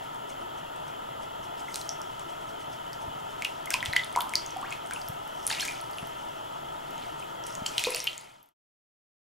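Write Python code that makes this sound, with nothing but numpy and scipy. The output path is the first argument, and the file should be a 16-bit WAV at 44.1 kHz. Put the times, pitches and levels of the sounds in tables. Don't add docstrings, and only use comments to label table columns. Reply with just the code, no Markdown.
import sys
import numpy as np
from scipy import signal
from scipy.io import wavfile
from scipy.ndimage import uniform_filter1d

SR = 44100
rng = np.random.default_rng(int(sys.argv[2]) if len(sys.argv) > 2 else 0)


def unload_audio(sound):
    columns = np.transpose(np.atleast_2d(sound))
    steps = np.round(np.clip(columns, -1, 1) * 32767)
    wavfile.write(sys.argv[1], SR, steps.astype(np.int16))


def magnitude_from_level(level_db):
    exponent = np.asarray(level_db, float) / 20
    return 10 ** exponent


N = 413658


def evened(x):
    return x / np.sqrt(np.mean(np.abs(x) ** 2) + 1e-20)


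def read(points, hz):
    f, value = np.transpose(points)
    return np.interp(np.log(hz + 1), np.log(f + 1), value)


def add(mix, s, sound):
    part = mix[round(s * SR):][:len(sound)]
    part += sound[:len(part)]


def ports(mid, side):
    return np.array([mid + side, mid - side])


def housing(modes, hz):
    return np.sqrt(sum((magnitude_from_level(db) / (1 + (2 * (hz - f) / w) ** 2)) ** 2 for f, w, db in modes))


def camera():
    # (f/Hz, width/Hz, relative level/dB)
    sum_modes = [(135, 83, -5.9), (310, 265, -7.3), (662, 148, -3.6), (911, 161, -1.3), (1313, 218, -1.8),
                 (1759, 571, -14.2), (2056, 357, -17.0), (2644, 417, -17.4), (3058, 517, -10.5),
                 (3309, 459, -13.0)]
    difference_modes = [(448, 174, -1.4), (641, 176, 1.4), (752, 131, 4.4), (987, 126, 6.6),
                        (1288, 223, -7.6), (1503, 180, -10.1), (1785, 261, -9.6), (2102, 577, -21.3),
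                        (2732, 353, -19.7), (3070, 450, -19.4), (3331, 368, -17.2)]
    # (f/Hz, lag/rad)
    difference_lag = [(60, 2), (200, 1.8), (330, .3), (560, 1.5), (720, 1), (820, 1.8), (960, .7),
                      (1250, 2), (1500, 1), (1950, 1.8), (2600, .6), (2900, 1.4), (3300, .7), (4000, 0.94)]
    # (f/Hz, relative level/dB)
    hiss_sum = [(25, -9.5), (60, -12), (250, -31.5), (500, -14.5), (1100, -35.5), (2300, -49), (3800, -25),
                (5000, -28.5), (8000, -33.5), (12000, -30), (15700, -36.5)]
    hiss_difference = [(25, -45), (60, -40), (250, -19), (1200, -18), (2400, -29), (3800, -31),
                       (5000, -31.5), (8000, -35), (12000, -41), (15700, -55)]
    # (f/Hz, rms level in the sum/dB)
    whines = [(120, -66), (150, -64), (6713, -80), (6745, -75), (6772, -75), (7165, -82), (7192, -76),
              (7311, -78), (7375, -73), (7434, -80), (12290, -82), (13458, -84), (13485, -80), (13517, -83),
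              (15735, -79)]
    noise_db = -43.5
    shared = 0.9

    frames, hz = N // 512 + 5, np.fft.rfftfreq(2048, 1 / SR)
    draw = rng.standard_normal((frames, 1025, 9)).T
    motor, other, air, air_side = draw[0:8:2] + 1j * draw[1:8:2]
    flutter = evened(uniform_filter1d(uniform_filter1d(draw[8], 8, 0), 4, 1))
    motor = motor * magnitude_from_level(1.3 * flutter)

    mid = housing(sum_modes, hz)[:, None] * motor
    mid = mid + magnitude_from_level(read(hiss_sum, hz))[:, None] * air
    tied = shared * motor * np.exp(-1j * read(difference_lag, hz))[:, None]
    untied = np.sqrt(1 - shared ** 2) * other
    side = housing(difference_modes, hz)[:, None] * (tied + untied)
    side = side + magnitude_from_level(read(hiss_difference, hz))[:, None] * air_side
    mid, side = signal.istft(np.array([mid, side]), nperseg=2048, noverlap=1536)[1][:, :N]

    t = np.arange(N) / SR
    whine = sum(np.sqrt(2) * magnitude_from_level(db) * np.sin(2 * np.pi * (f * t + rng.random())) for f, db in whines)
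    return magnitude_from_level(noise_db) * ports(mid, side) / np.std(mid) + ports(whine, 0.3 * whine)


def bubble(hz, t60, glide):
    t = np.arange(round(1.2 * t60 * SR) + 20) / SR
    pitch = np.minimum(hz * 2 ** (glide * np.minimum(t, 0.35 * t60)), 16000)
    onset = 1 - np.exp(-t * hz / 0.5)
    return np.sin(2 * np.pi * np.cumsum(pitch) / SR) * magnitude_from_level(-60 * t / t60) * onset


def spray_levels():
    # (t/s, rms level of high droplets/dB)
    fizz_curve = [(0, -76), (1.4, -80), (1.9, -65.5), (2.1, -62.5), (3.0, -68.5), (3.4, -63.5), (4.1, -68),
                  (4.9, -71), (5.3, -71.5), (6.0, -57.5), (6.6, -63.5), (7.3, -62), (7.7, -88),
                  (8.4, -62.5)]
    # (t/s, peak rms level of high droplets/dB)
    scratches = [(.041, -54), (.154, -59), (.302, -50.5), (.415, -59), (.585, -54.5), (.765, -68),
                 (.881, -54), (1.23, -54), (1.44, -53.5), (1.596, -48.5), (2.202, -58), (2.299, -53),
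                 (2.42, -58), (2.492, -54), (2.609, -53), (2.728, -50.5), (2.868, -59), (2.938, -57),
                 (3.02, -53), (3.2, -57), (3.31, -55), (3.665, -64), (7.197, -54), (8.479, -53)]
    # (t/s, peak rms level of high droplets/dB, rise/s, fall/s, weight of low droplets 0-1)
    splashes = [(1.752, -45.5, .12, 0.2, 0.1), (1.905, -58.5, .1, 0.1, 0), (3.457, -58, .2, .4, 0.6),
                (3.711, -45.5, .01, 0.098, 0.75), (3.859, -45, .03, 0.08, 0.8), (3.99, -55.5, .3, 0.46, 1),
                (4.32, -57.5, .3, .2, 0.2), (4.4, -58, .05, .9, 1), (4.724, -53, .1, 0.11, .94),
                (4.941, -53.5, .14, 0.39, 0.3), (5.094, -60, .3, 0.12, 0), (5.456, -52.5, .4, 0.061, 0.2),
                (5.503, -38, 0.014, 0.14, 0.9), (5.602, -36.5, 0.024, 0.17, 0.48),
                (5.68, -52.5, .1, .3, 0.8), (7.032, -56.5, .25, 0.14, .95), (7.47, -47.5, 0.025, 0.22, 0.2),
                (7.66, -41.5, .005, 0.14, 0), (7.785, -40, .03, 0.63, .36), (7.844, -45, .2, 0.8, .95),
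                (7.964, -43.5, .15, 0.32, 1)]
    fizz_low = 0.37
    scratch_rise_s, scratch_fall_s = 0.03, 0.045

    t = np.arange(0, N, 32) / SR
    bursts = splashes + [(s, db, scratch_rise_s, scratch_fall_s, fizz_low) for s, db in scratches]
    s, db, rise, fall, low = np.transpose(bursts)[:, :, None]
    power = magnitude_from_level(db - 20 * np.maximum((s - t) / rise, (t - s) / fall)) ** 2
    fizz = magnitude_from_level(np.interp(t, *np.transpose(fizz_curve))) ** 2
    high_power = power.sum(0) + fizz
    low_power = (low ** 2 * power).sum(0) + fizz_low ** 2 * fizz
    return [np.interp(np.arange(N) / SR, t, np.sqrt(p)) for p in (high_power, low_power)]


def spray():
    per_s, spread_db, cycles = 5000, 3.4, 32
    high_gain, low_gain = spray_levels()
    loudness = magnitude_from_level(spread_db * np.minimum(rng.exponential(1, N), 4))
    hits = loudness * (rng.random(N) < per_s / SR)
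    kind, layers = rng.integers(0, 40, N), np.zeros((2, N))
    for k, hz in enumerate(np.geomspace(1900, 14000, num=40)):
        ringing = signal.oaconvolve(hits * (kind == k), bubble(hz, cycles / hz, 31))[:N]
        layers[int(hz > 5000)] += ringing
    return 1.95 * low_gain * evened(layers[0]) + high_gain * evened(layers[1])


def drops():
    # (t/s, ring peak level/dB, ring f/Hz, click peak level/dB)
    drop_table = [(0.146, -40, 10000, -42), (0.3043, -40, 6660, -44), (0.762, -38, 8000, -39),
                  (1.7436, -27, 3930, -15.5), (1.7581, -17, 9600, -13), (1.8142, -29.5, 4040, -23),
                  (1.892, -16, 5670, -28), (2.017, -31.5, 5430, -25), (2.1956, -38, 6590, -27),
                  (2.9314, -32, 4740, -26), (3.4223, -20, 2300, -20), (3.4238, -32, 2430, -26),
                  (3.448, -20, 2880, -13), (3.4504, -15.5, 2690, -22), (3.6584, -26, 11700, -24.5),
                  (3.7053, -23, 5230, -5.5), (3.7369, -19, 5000, -39), (3.7408, -11.5, 2510, -8),
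                  (3.8055, -24.5, 3300, -44.5), (3.8279, -17.5, 1960, -24), (3.8528, -26, 8100, -22.5),
                  (3.8591, -19, 3300, -19.5), (3.8648, -28, 13500, -40), (3.9291, -22, 4040, -49.5),
                  (3.934, -17, 1980, -19.5), (3.964, -23, 4530, -11.5), (3.9669, -13, 3080, -15.5),
                  (3.9943, -21.5, 3380, -38.5), (4.0367, -24, 3500, -36), (4.0458, -25.5, 9930, -31),
                  (4.127, -32, 8700, -29), (4.1615, -16.5, 920, -13), (4.188, -24, 11100, -33.5),
                  (4.2064, -17, 14480, -15.5), (4.219, -19, 11600, -26.5), (4.294, -28, 8000, -20.5),
                  (4.3372, -20, 2180, -19.5), (4.355, -7, 4660, -8.5), (4.4628, -24.5, 6400, -32),
                  (4.507, -30.5, 5700, -32.5), (4.5698, -35, 10000, -30), (4.6139, -35, 8260, -38),
                  (4.7067, -29.5, 7140, -41.5), (4.7256, -23, 2510, -23), (4.8622, -33, 8600, -40),
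                  (4.872, -35, 9500, -33), (4.9101, -25.5, 1500, -21), (4.936, -21.5, 10000, -24),
                  (5.0164, -30.5, 4770, -31), (5.079, -32, 5500, -47), (5.086, -18.5, 12500, -34),
                  (5.2772, -30, 13100, -42.5), (5.4673, -7, 9700, -36.5), (5.474, -26, 6000, -36),
                  (5.477, -12.5, 10900, -16), (5.4997, -19, 7000, -23), (5.5032, -22, 1760, -35),
                  (5.513, -18.5, 3800, -40), (5.5262, -20, 4700, -38), (5.53, -24, 2670, -25.5),
                  (5.549, -25, 3800, -40), (5.598, -27, 10800, -28), (5.6084, -18, 5500, -31),
                  (5.653, -29, 10000, -15), (5.678, -24, 6390, -21), (5.804, -35, 4380, -46),
                  (5.813, -26.5, 10700, -40), (5.913, -32, 11900, -44), (5.933, -37, 4680, -37),
                  (5.9844, -26, 2800, -29), (6.072, -32, 12080, -42), (6.908, -32, 12800, -46),
                  (6.98, -37, 6500, -38), (7.197, -34, 9000, -42.5), (7.226, -32.5, 2600, -40),
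                  (7.439, -31, 5630, -38), (7.4673, -23.5, 10700, -25.5), (7.5523, -23, 6800, -23.5),
                  (7.6627, -19.5, 4500, -20.5), (7.6654, -16.5, 7250, -36.5), (7.7808, -11, 3040, -8.5),
                  (7.795, -32, 7040, -14), (7.838, -26, 7100, -20), (7.8392, -18, 2440, -9),
                  (7.8466, -15.5, 3660, -33), (7.852, -16.5, 4220, -22), (7.8695, -24.5, 940, -14.5),
                  (7.9051, -15, 10500, -21), (7.9195, -22, 11070, -26.5), (7.9388, -25, 4500, -34),
                  (7.9473, -16, 4400, -7), (7.9478, -19, 2600, -40), (7.953, -20, 14000, -35),
                  (7.961, -12, 9500, -25.5), (7.9696, -24, 2580, -28), (7.9809, -23, 9590, -24),
                  (7.9943, -22, 9200, -23), (8.003, -14, 5630, -19), (8.0421, -9.5, 12800, -24.5),
                  (8.0711, -10.5, 2900, -13), (8.096, -28, 4060, -42), (8.1313, -24, 3140, -25),
                  (8.179, -16.5, 6850, -15), (8.2118, -27, 10100, -42), (8.2427, -31, 11200, -42),
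                  (8.4296, -15.5, 12600, -43), (8.4599, -21, 12880, -40), (8.489, -20, 11900, -33)]
    # (t/s, peak level/dB, f/Hz, t60/s, upward glide/(octaves/s))
    bubble_table = [(1.683, -33, 2060, .04, 1), (2.01, -35, 1370, 0.015, 1), (3.6731, -31, 2080, .03, 1),
                    (3.7052, -23.5, 2160, 0.0081, 1), (3.7124, -27, 1560, 0.013, 1),
                    (3.744, -23, 1000, 0.033, 1), (3.959, -27, 3800, 0.0084, 210),
                    (3.9637, -10, 2016, .027, 1), (4.1528, -26.5, 2140, .013, 1),
                    (4.173, -14.5, 975, 0.025, 3.6), (4.184, -25, 1110, 0.044, 3),
                    (4.187, -31, 870, 0.036, 1), (4.19, -29, 1245, .04, 34),
                    (4.2075, -21.5, 2950, 0.011, 190), (4.563, -29, 749, .09, 3.7),
                    (4.628, -29.5, 1000, 0.12, 36), (4.7223, -30, 2210, 0.031, 22),
                    (4.9231, -31, 2300, 0.018, 1), (4.961, -29, 2700, 0.021, 1),
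                    (4.3553, -42, 4670, 0.22, 0.041), (5.503, -29, 4420, .04, 1),
                    (5.512, -28.5, 870, 0.037, 1), (5.5845, -29, 2540, 0.016, 31),
                    (5.5977, -23.5, 2880, 0.021, 99), (5.616, -29, 4280, 0.071, .2),
                    (5.6269, -27, 1660, 0.027, 1), (5.6824, -23, 2280, .018, 23),
                    (5.693, -36, 2400, 0.18, .05), (5.972, -46, 10900, 0.23, .05),
                    (7.6621, -18.5, 3020, 0.011, 19), (7.781, -16, 3960, 0.011, 1),
                    (7.794, -22, 2600, 0.018, 1), (7.858, -25, 2497, .03, 1),
                    (7.8695, -20, 485, 0.065, 2.1), (7.95, -34, 628, 0.081, 1), (7.884, -29, 1030, 0.02, 1),
                    (7.92, -27.5, 2500, 0.02, 1), (8.0747, -8.5, 2800, 0.013, 69),
                    (8.074, -20, 4440, 0.0092, 1)]
    ring_s, ring_hz, ring_slope = 0.0048, 5000, 0.67

    out, t = np.zeros(N), np.arange(32) / SR
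    cracks = 0.25 * rng.standard_normal((len(drop_table), 32)) * np.exp(-t / 0.00015)
    cracks[:, 0] = -1
    cracks = signal.lfilter([1, 0.3, -1.3], [1, -0.45], cracks)
    for (s, db, hz, click_db), crack in zip(drop_table, cracks):
        ring = bubble(hz, ring_s * (ring_hz / hz) ** ring_slope, 0)
        add(out, s, magnitude_from_level(db) * ring / abs(ring).max())
        add(out, s, magnitude_from_level(click_db) * crack / abs(crack).max())
    for s, db, hz, t60, glide in bubble_table:
        ring = bubble(hz, t60, glide)
        add(out, s, magnitude_from_level(db) * ring / abs(ring).max())
    return out


def thumps():
    # (t/s, push peak level in the sum/dB, push f/Hz, knock gain/dB)
    thump_table = [(0.868, -43, 160, -46), (1.399, -39, 200, -42), (3.077, -37, 90.5, -50),
                   (3.882, -31, 88, -50), (5.0961, -31, 125, -50), (6.0267, -32.5, 170, -22),
                   (7.619, -30.5, 190, -48)]
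    out = np.zeros(N)
    for s, db, hz, knock_db in thump_table:
        u = np.arange(round(1.3 * SR / hz)) * hz / SR
        push = -np.sin(2 * np.pi * u) * np.sqrt(np.sin(np.pi * u / 1.3))
        add(out, s, magnitude_from_level(db) * push / abs(push).max())
        add(out, s, -magnitude_from_level(knock_db) * bubble(1200, 0.006, 0))
    return ports(out, 0.045 * out)


def bathroom(x):
    # (f/Hz, t60/s, relative level/dB)
    tiles = [(400, 0.39, 3), (1000, 0.5, -1.5), (2500, 0.19, 1.1), (5000, 0.25, -1), (10000, .25, -2.5)]
    # (delay/s, gain)
    walls = [(.0032, 0.067), (0.0135, 0.033)]
    tail_db, tail_width = -7.5, 0.4

    taps = np.zeros((2, SR // 2))
    at = np.arange(120, SR // 2 - 20, 20)
    places = at + rng.integers(0, 20, (2, len(at)))
    np.put_along_axis(taps, places, rng.choice([-1., 1.], (2, len(at))), 1)
    hz, t, z = signal.stft(taps, SR, nperseg=256)
    t60, db = (read([(row[0], row[k]) for row in tiles], hz)[:, None] for k in (1, 2))
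    tail = signal.istft(z * magnitude_from_level(db - 60 * t / t60), SR, nperseg=256)[1]
    tail = magnitude_from_level(tail_db) * ports(tail[0], tail_width * tail[1]) / np.linalg.norm(tail[0])

    near = np.zeros(tail.shape[1])
    near[0] = 1
    for delay, gain in walls:
        near[round(delay * SR)] = gain
    balance = magnitude_from_level([[0.4], [-0.4]])
    return signal.fftconvolve(x[None], tail + near * balance, axes=1)[:, :N]


def scene():
    cover = signal.butter(2, 11500, fs=SR, output="sos")
    water = signal.sosfilt(cover, drops() + spray())
    return bathroom(water) + thumps() + camera()


def band_limit(x):
    return signal.sosfilt(signal.butter(12, 16830, fs=SR, output="sos"), x)


def record(dry):
    edge_hz = 15830
    fade_start_s, fade_end_s, fade_power = 7.735, 8.542, 1.23
    lowpass = signal.firwin(801, edge_hz, window=("kaiser", 8), fs=SR)
    limited = signal.oaconvolve(dry, lowpass[None], "same")
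    left = np.clip((fade_end_s - np.arange(N) / SR) / (fade_end_s - fade_start_s), 0, 1)
    return band_limit(limited * left ** fade_power)


dry = scene()
out = record(dry)
unload_audio(out)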